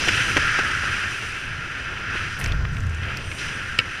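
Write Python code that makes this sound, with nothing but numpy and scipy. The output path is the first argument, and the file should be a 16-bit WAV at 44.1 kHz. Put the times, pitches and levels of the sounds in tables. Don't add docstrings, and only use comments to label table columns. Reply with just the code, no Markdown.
import sys
import numpy as np
from scipy import signal
from scipy.fft import rfft, irfft
from scipy.io import wavfile

SR = 44100
rng = np.random.default_rng(int(sys.argv[2]) if len(sys.argv) > 2 else 0)


def inscribe(sig):
    pcm = np.round(np.clip(np.atleast_2d(sig).T, -1, 1) * 32767)
    wavfile.write(sys.argv[1], SR, pcm.astype(np.int16))


N = 176400
TIME_S = np.arange(N) / SR


def from_db(db):
    return 10 ** (np.asarray(db) / 20)


def rms_one(x):
    return x / np.sqrt(np.mean(x ** 2) + 1e-20)


def in_time(rows):
    times_s, *columns = np.transpose(rows)
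    return [np.interp(TIME_S, times_s, column) for column in columns]


def at_hz(points, hz):
    points_hz, values = np.transpose(points)
    return np.interp(np.log(hz + 1e-9), np.log(points_hz), values)


def shape(x, gain_at):
    return irfft(rfft(x) * gain_at(np.arange(N // 2 + 1) * SR / N), N)


def noise(colour):
    return rms_one(shape(rng.standard_normal(N), lambda hz: from_db(at_hz(colour, hz))))


def drift(rate_hz):
    return rms_one(shape(rng.standard_normal(N), lambda hz: (hz > 1) / (1 + (hz / rate_hz) ** 2)))


def gate(rows, fade_s=0.02):
    return np.clip(np.minimum(TIME_S - rows[0][0], rows[-1][0] - TIME_S) / fade_s, 0, 1)


def puff(x, start_s, length_s, level_db, attack_s=0.0005):
    age_s = np.maximum(TIME_S - start_s, 0)
    envelope = np.minimum(age_s / attack_s, 1) * np.exp(-np.minimum((age_s / length_s) ** 2, 50))
    return from_db(level_db) * rms_one(x * envelope) * np.sqrt(np.mean(envelope ** 2))


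def housing(x):
    # centre in Hz, width in Hz, lift in dB.
    resonances = [(1392, 70, 3.5), (1618, 167, 5), (1820, 47, 3.5), (2170, 50, -1), (2601, 214, 5),
                  (3090, 73, 4.5), (4210, 93, 2.5), (4450, 280, -3.5), (4930, 166, 6.5), (5880, 510, 5.5),
                  (7440, 300, 3), (8100, 500, -4), (8990, 360, 6.5)]

    def gain_at(hz):
        return from_db(sum(lift_db / (1 + (2 * (hz - centre_hz) / width_hz) ** 2)
                           for centre_hz, width_hz, lift_db in resonances))
    return rms_one(shape(x, gain_at))


def wash():
    # time in seconds, level in dB.
    levels = [(0, -34.5), (.4, -37), (.9, -40.5), (1.4, -43), (1.9, -42), (2.15, -40), (2.35, -44),
              (2.45, -37), (2.6, -42.5), (2.95, -44.5), (3.1, -36.5), (3.3, -42.5), (3.45, -41.5),
              (3.7, -43), (4, -43)]
    # frequency in Hz, relative level in dB.
    colour = [(100, -1.5), (220, 1), (330, 1), (500, -3), (750, -6.5), (1100, -4.5), (1800, -12),
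              (4000, -43.5)]
    level_db, = in_time(levels)
    return noise(colour) * from_db(level_db + 1.5 * drift(rate_hz=12))


def whistle(centre_hz=8700, half_width_hz=800):
    # time in seconds, level in dB.
    levels = [(3.15, -66), (3.27, -54), (3.35, -56), (3.43, -58), (3.6, -59)]
    level_db, = in_time(levels)
    band = shape(rng.standard_normal(N), lambda hz: 1 / (1 + ((hz - centre_hz) / half_width_hz) ** 2) ** 2)
    return rms_one(band) * from_db(level_db) * gate(levels)


def harness(width_octaves=0.72, grain_db=6.5):
    # start in seconds, length in seconds, level in dB, centre in Hz.
    rustles = [(2.387, 0.071, -45.5, 9700), (2.399, 0.0063, -38.5, 9000), (2.412, 0.042, -34, 2000),
               (2.441, 0.0052, -28, 5500), (2.442, 0.0068, -28, 2200), (2.459, 0.0039, -27.5, 4200),
               (2.460, 0.0041, -21, 2010), (2.474, 0.0037, -42, 8000), (2.521, 0.0049, -27.5, 3530),
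               (2.651, 0.0036, -23, 1550), (2.718, 0.16, -56, 6960), (2.766, 0.006, -30, 2470),
               (2.766, 0.0036, -57, 7000), (2.801, 0.0054, -44, 6450), (2.866, 0.0045, -45, 6500),
               (2.894, 0.0083, -47.5, 7000), (2.947, 0.0043, -41.5, 6500), (3.033, 0.0055, -32, 2800),
               (3.171, .005, -30.5, 4970), (3.172, 0.0027, -40.5, 10000), (3.315, 0.01, -26.5, 2200),
               (3.384, .02, -37.5, 3480)]
    grains = rng.standard_normal(N) * from_db(grain_db * drift(rate_hz=400))
    out = np.zeros(N)
    for start_s, length_s, level_db, centre_hz in rustles:
        edges_hz = centre_hz * 2 ** (np.array([-.5, .5]) * width_octaves)
        bandpass = signal.butter(1, edges_hz, "band", fs=SR, output="sos")
        rub = signal.sosfilt(bandpass, signal.sosfilt(bandpass, grains))
        out += puff(rub, start_s, length_s, level_db)
    return out


def buffet():
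    # time in seconds, level in dB.
    levels = [(0, -32), (.45, -32), (1, -36.5), (1.3, -39), (2, -36.5), (2.38, -32.5), (2.49, -26.5),
              (2.62, -27), (2.8, -23), (2.95, -36), (3.1, -31.5), (3.4, -37), (3.8, -38), (4, -43)]
    # frequency in Hz, relative level in dB.
    colour = [(12, -4), (28, -4), (50, -4.5), (92, 1), (120, -1.5), (160, -8), (230, -20), (400, -53),
              (1000, -64)]
    level_db, = in_time(levels)
    return noise(colour) * from_db(level_db + 1.55 * drift(rate_hz=4))


def vortices(jitter=0.11):
    # time in seconds, shedding rate in Hz, level in dB.
    shedding = [(2.38, 34.87, -47.5), (2.48, 35.1, -27), (2.6, 60.3, -22.5), (2.7, 58.1, -33),
                (2.8, 70.7, -33.5), (2.9, 82.4, -24.5), (3.0, 86, -31.5), (3.15, 82, -55)]
    shed_hz, level_db = in_time(shedding)
    cycles = np.cumsum(shed_hz * (1 + jitter * drift(rate_hz=40.2))) / SR
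    return np.sqrt(2) * np.sin(2 * np.pi * cycles) * from_db(level_db) * gate(shedding)


def gear():
    # time in seconds, impulse level in dB, low-pass cutoff in Hz.
    contacts = [(3.7877, -14.5, 13000), (3.7883, -6, 7040), (3.7892, 2.5, 3400), (3.7970, -16, 5000),
                (3.7990, -12, 3800), (3.8030, -17, 2500)]
    # frequency in Hz, gain in dB, T60 in seconds.
    modes = [(109, -30, .06), (466, -19.5, 0.027), (1343, -19.5, 0.047), (1850, -17, .028),
             (2260, -14, 0.035), (2720, -1, 0.016), (2985, -4, 0.011), (3770, -11.5, 0.015),
             (4220, -15, .012), (4710, -9.5, 0.0095), (5130, -7.5, 0.0074), (7360, -15.5, 0.0072),
             (8570, -14, 0.0057), (10300, -26, .005)]
    force, out = np.zeros(N), np.zeros(N)
    for time_s, impulse_db, cutoff_hz in contacts:
        impulse = from_db(impulse_db) * (np.arange(N) == int(time_s * SR))
        force += signal.sosfilt(signal.butter(2, cutoff_hz, fs=SR, output="sos"), impulse + 1e-18)
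    for k, (mode_hz, gain_db, t60_s) in enumerate(modes):
        radius = np.exp(-np.log(1000) / (t60_s * SR))
        step_rad = 2 * np.pi * mode_hz / SR
        ring = signal.lfilter([0, np.sin(step_rad)], [1, -2 * radius * np.cos(step_rad), radius ** 2], force)
        out += (-1) ** k * from_db(gain_db) * ring
    return out


def canopy():
    # start in seconds, length in seconds, thump level in dB, crack level in dB.
    snaps = [(0.075, .008, -24, -27), (.084, 0.011, -24.5, -13), (0.365, 0.0022, -14.5, -28),
             (0.368, 0.0065, -25, -11), (0.373, 0.0094, -20.5, -25), (0.589, 0.0096, -23.5, -18),
             (0.7, 0.01, -33, -36), (0.834, 0.0099, -30.5, -28), (2.152, .008, -31, -36)]
    # frequency in Hz, relative level in dB.
    thump_colour = [(60, -7), (170, -9), (330, 3.5), (700, -5), (1100, -4.5), (2000, -41), (6000, -54)]
    crack_colour = [(600, -19), (1100, -24), (1400, -1), (2200, 1.5), (3100, -7.5), (4000, -18.5),
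                    (6000, -21.5), (9000, -28.5), (15000, -46)]
    thump, crack = noise(thump_colour), housing(noise(crack_colour))
    return sum(puff(thump, start_s, length_s, thump_db) + puff(crack, start_s, length_s, crack_db)
               for start_s, length_s, thump_db, crack_db in snaps)


def rush(level_db=-27, gust_db=0.24, flutter_db=0.5, patchy_db=0.73):
    # time in seconds, then roar, presence, treble and hiss in dB, relative within a column.
    contours = [(0, -27.5, -26.5, -30, -43.0), (0.15, -23.5, -21, -32.5, -41.5),
                (0.32, -25.5, -25.5, -35.5, -42.5), (0.45, -19.5, -26, -34.5, -46.5),
                (0.62, -20.5, -26.5, -37, -47), (0.8, -25, -29.5, -39, -48),
                (1.03, -23.5, -27.5, -39.5, -48), (1.13, -30.5, -30.5, -42, -48.5),
                (1.3, -32.5, -31.5, -44, -50.5), (1.6, -31.5, -34.0, -48, -57.5),
                (1.9, -31.5, -34.5, -47, -58.0), (2.08, -29, -33.5, -46.5, -59),
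                (2.17, -26, -28.5, -42.5, -52), (2.26, -28.5, -32.0, -43.5, -53),
                (2.35, -31.5, -37.5, -43, -55.0), (2.49, -32, -33.5, -48, -59),
                (2.62, -34.5, -43, -49, -65), (2.9, -36, -41.5, -53, -63), (3.0, -35, -36.5, -51.5, -58.5),
                (3.09, -29.5, -32.5, -48.5, -57.5), (3.21, -38.5, -34.5, -46.5, -58.5),
                (3.29, -39, -37.5, -49, -53), (3.36, -40.5, -36.0, -50, -47), (3.41, -31.0, -31, -37, -48),
                (3.52, -29, -31.5, -43.5, -52), (3.65, -30.5, -34.5, -46.0, -53.5),
                (3.85, -32, -35.5, -48, -56.5), (4.0, -31.5, -33.5, -46, -55.5)]
    centres_hz = [1550, 2660, 5300, 9050]
    # frequency in Hz, relative level in dB.
    colour = [(500, -41), (900, -22.5), (1130, -16), (1330, -2), (1750, -4), (2100, -6), (2900, -8),
              (3700, -18), (6000, -21), (6800, -27), (9700, -30.5), (12500, -44), (15500, -57)]
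    air = housing(noise(colour))
    shared_db = gust_db * drift(rate_hz=5.8) + flutter_db * drift(rate_hz=50)
    out = np.zeros(N)
    for contour_db, weights in zip(in_time(contours), np.eye(len(centres_hz))):
        register = shape(air, lambda hz: at_hz(list(zip(centres_hz, weights)), hz))
        waver_db = shared_db + patchy_db * drift(rate_hz=34)
        out += register * rms_one(from_db(contour_db)) * from_db(waver_db)
    return from_db(level_db) * out


def scene():
    wind = wash() + buffet() + rush() + whistle() + vortices()
    return (wind + canopy() + harness() + gear())[None]


def record(dry):
    cutoff_hz = 15400
    lowpass = signal.ellip(10, .1, 80, cutoff_hz, fs=SR, output="sos")
    return signal.sosfilt(lowpass, np.clip(dry, -1, 1))


dry = scene()
out = record(dry)
inscribe(out)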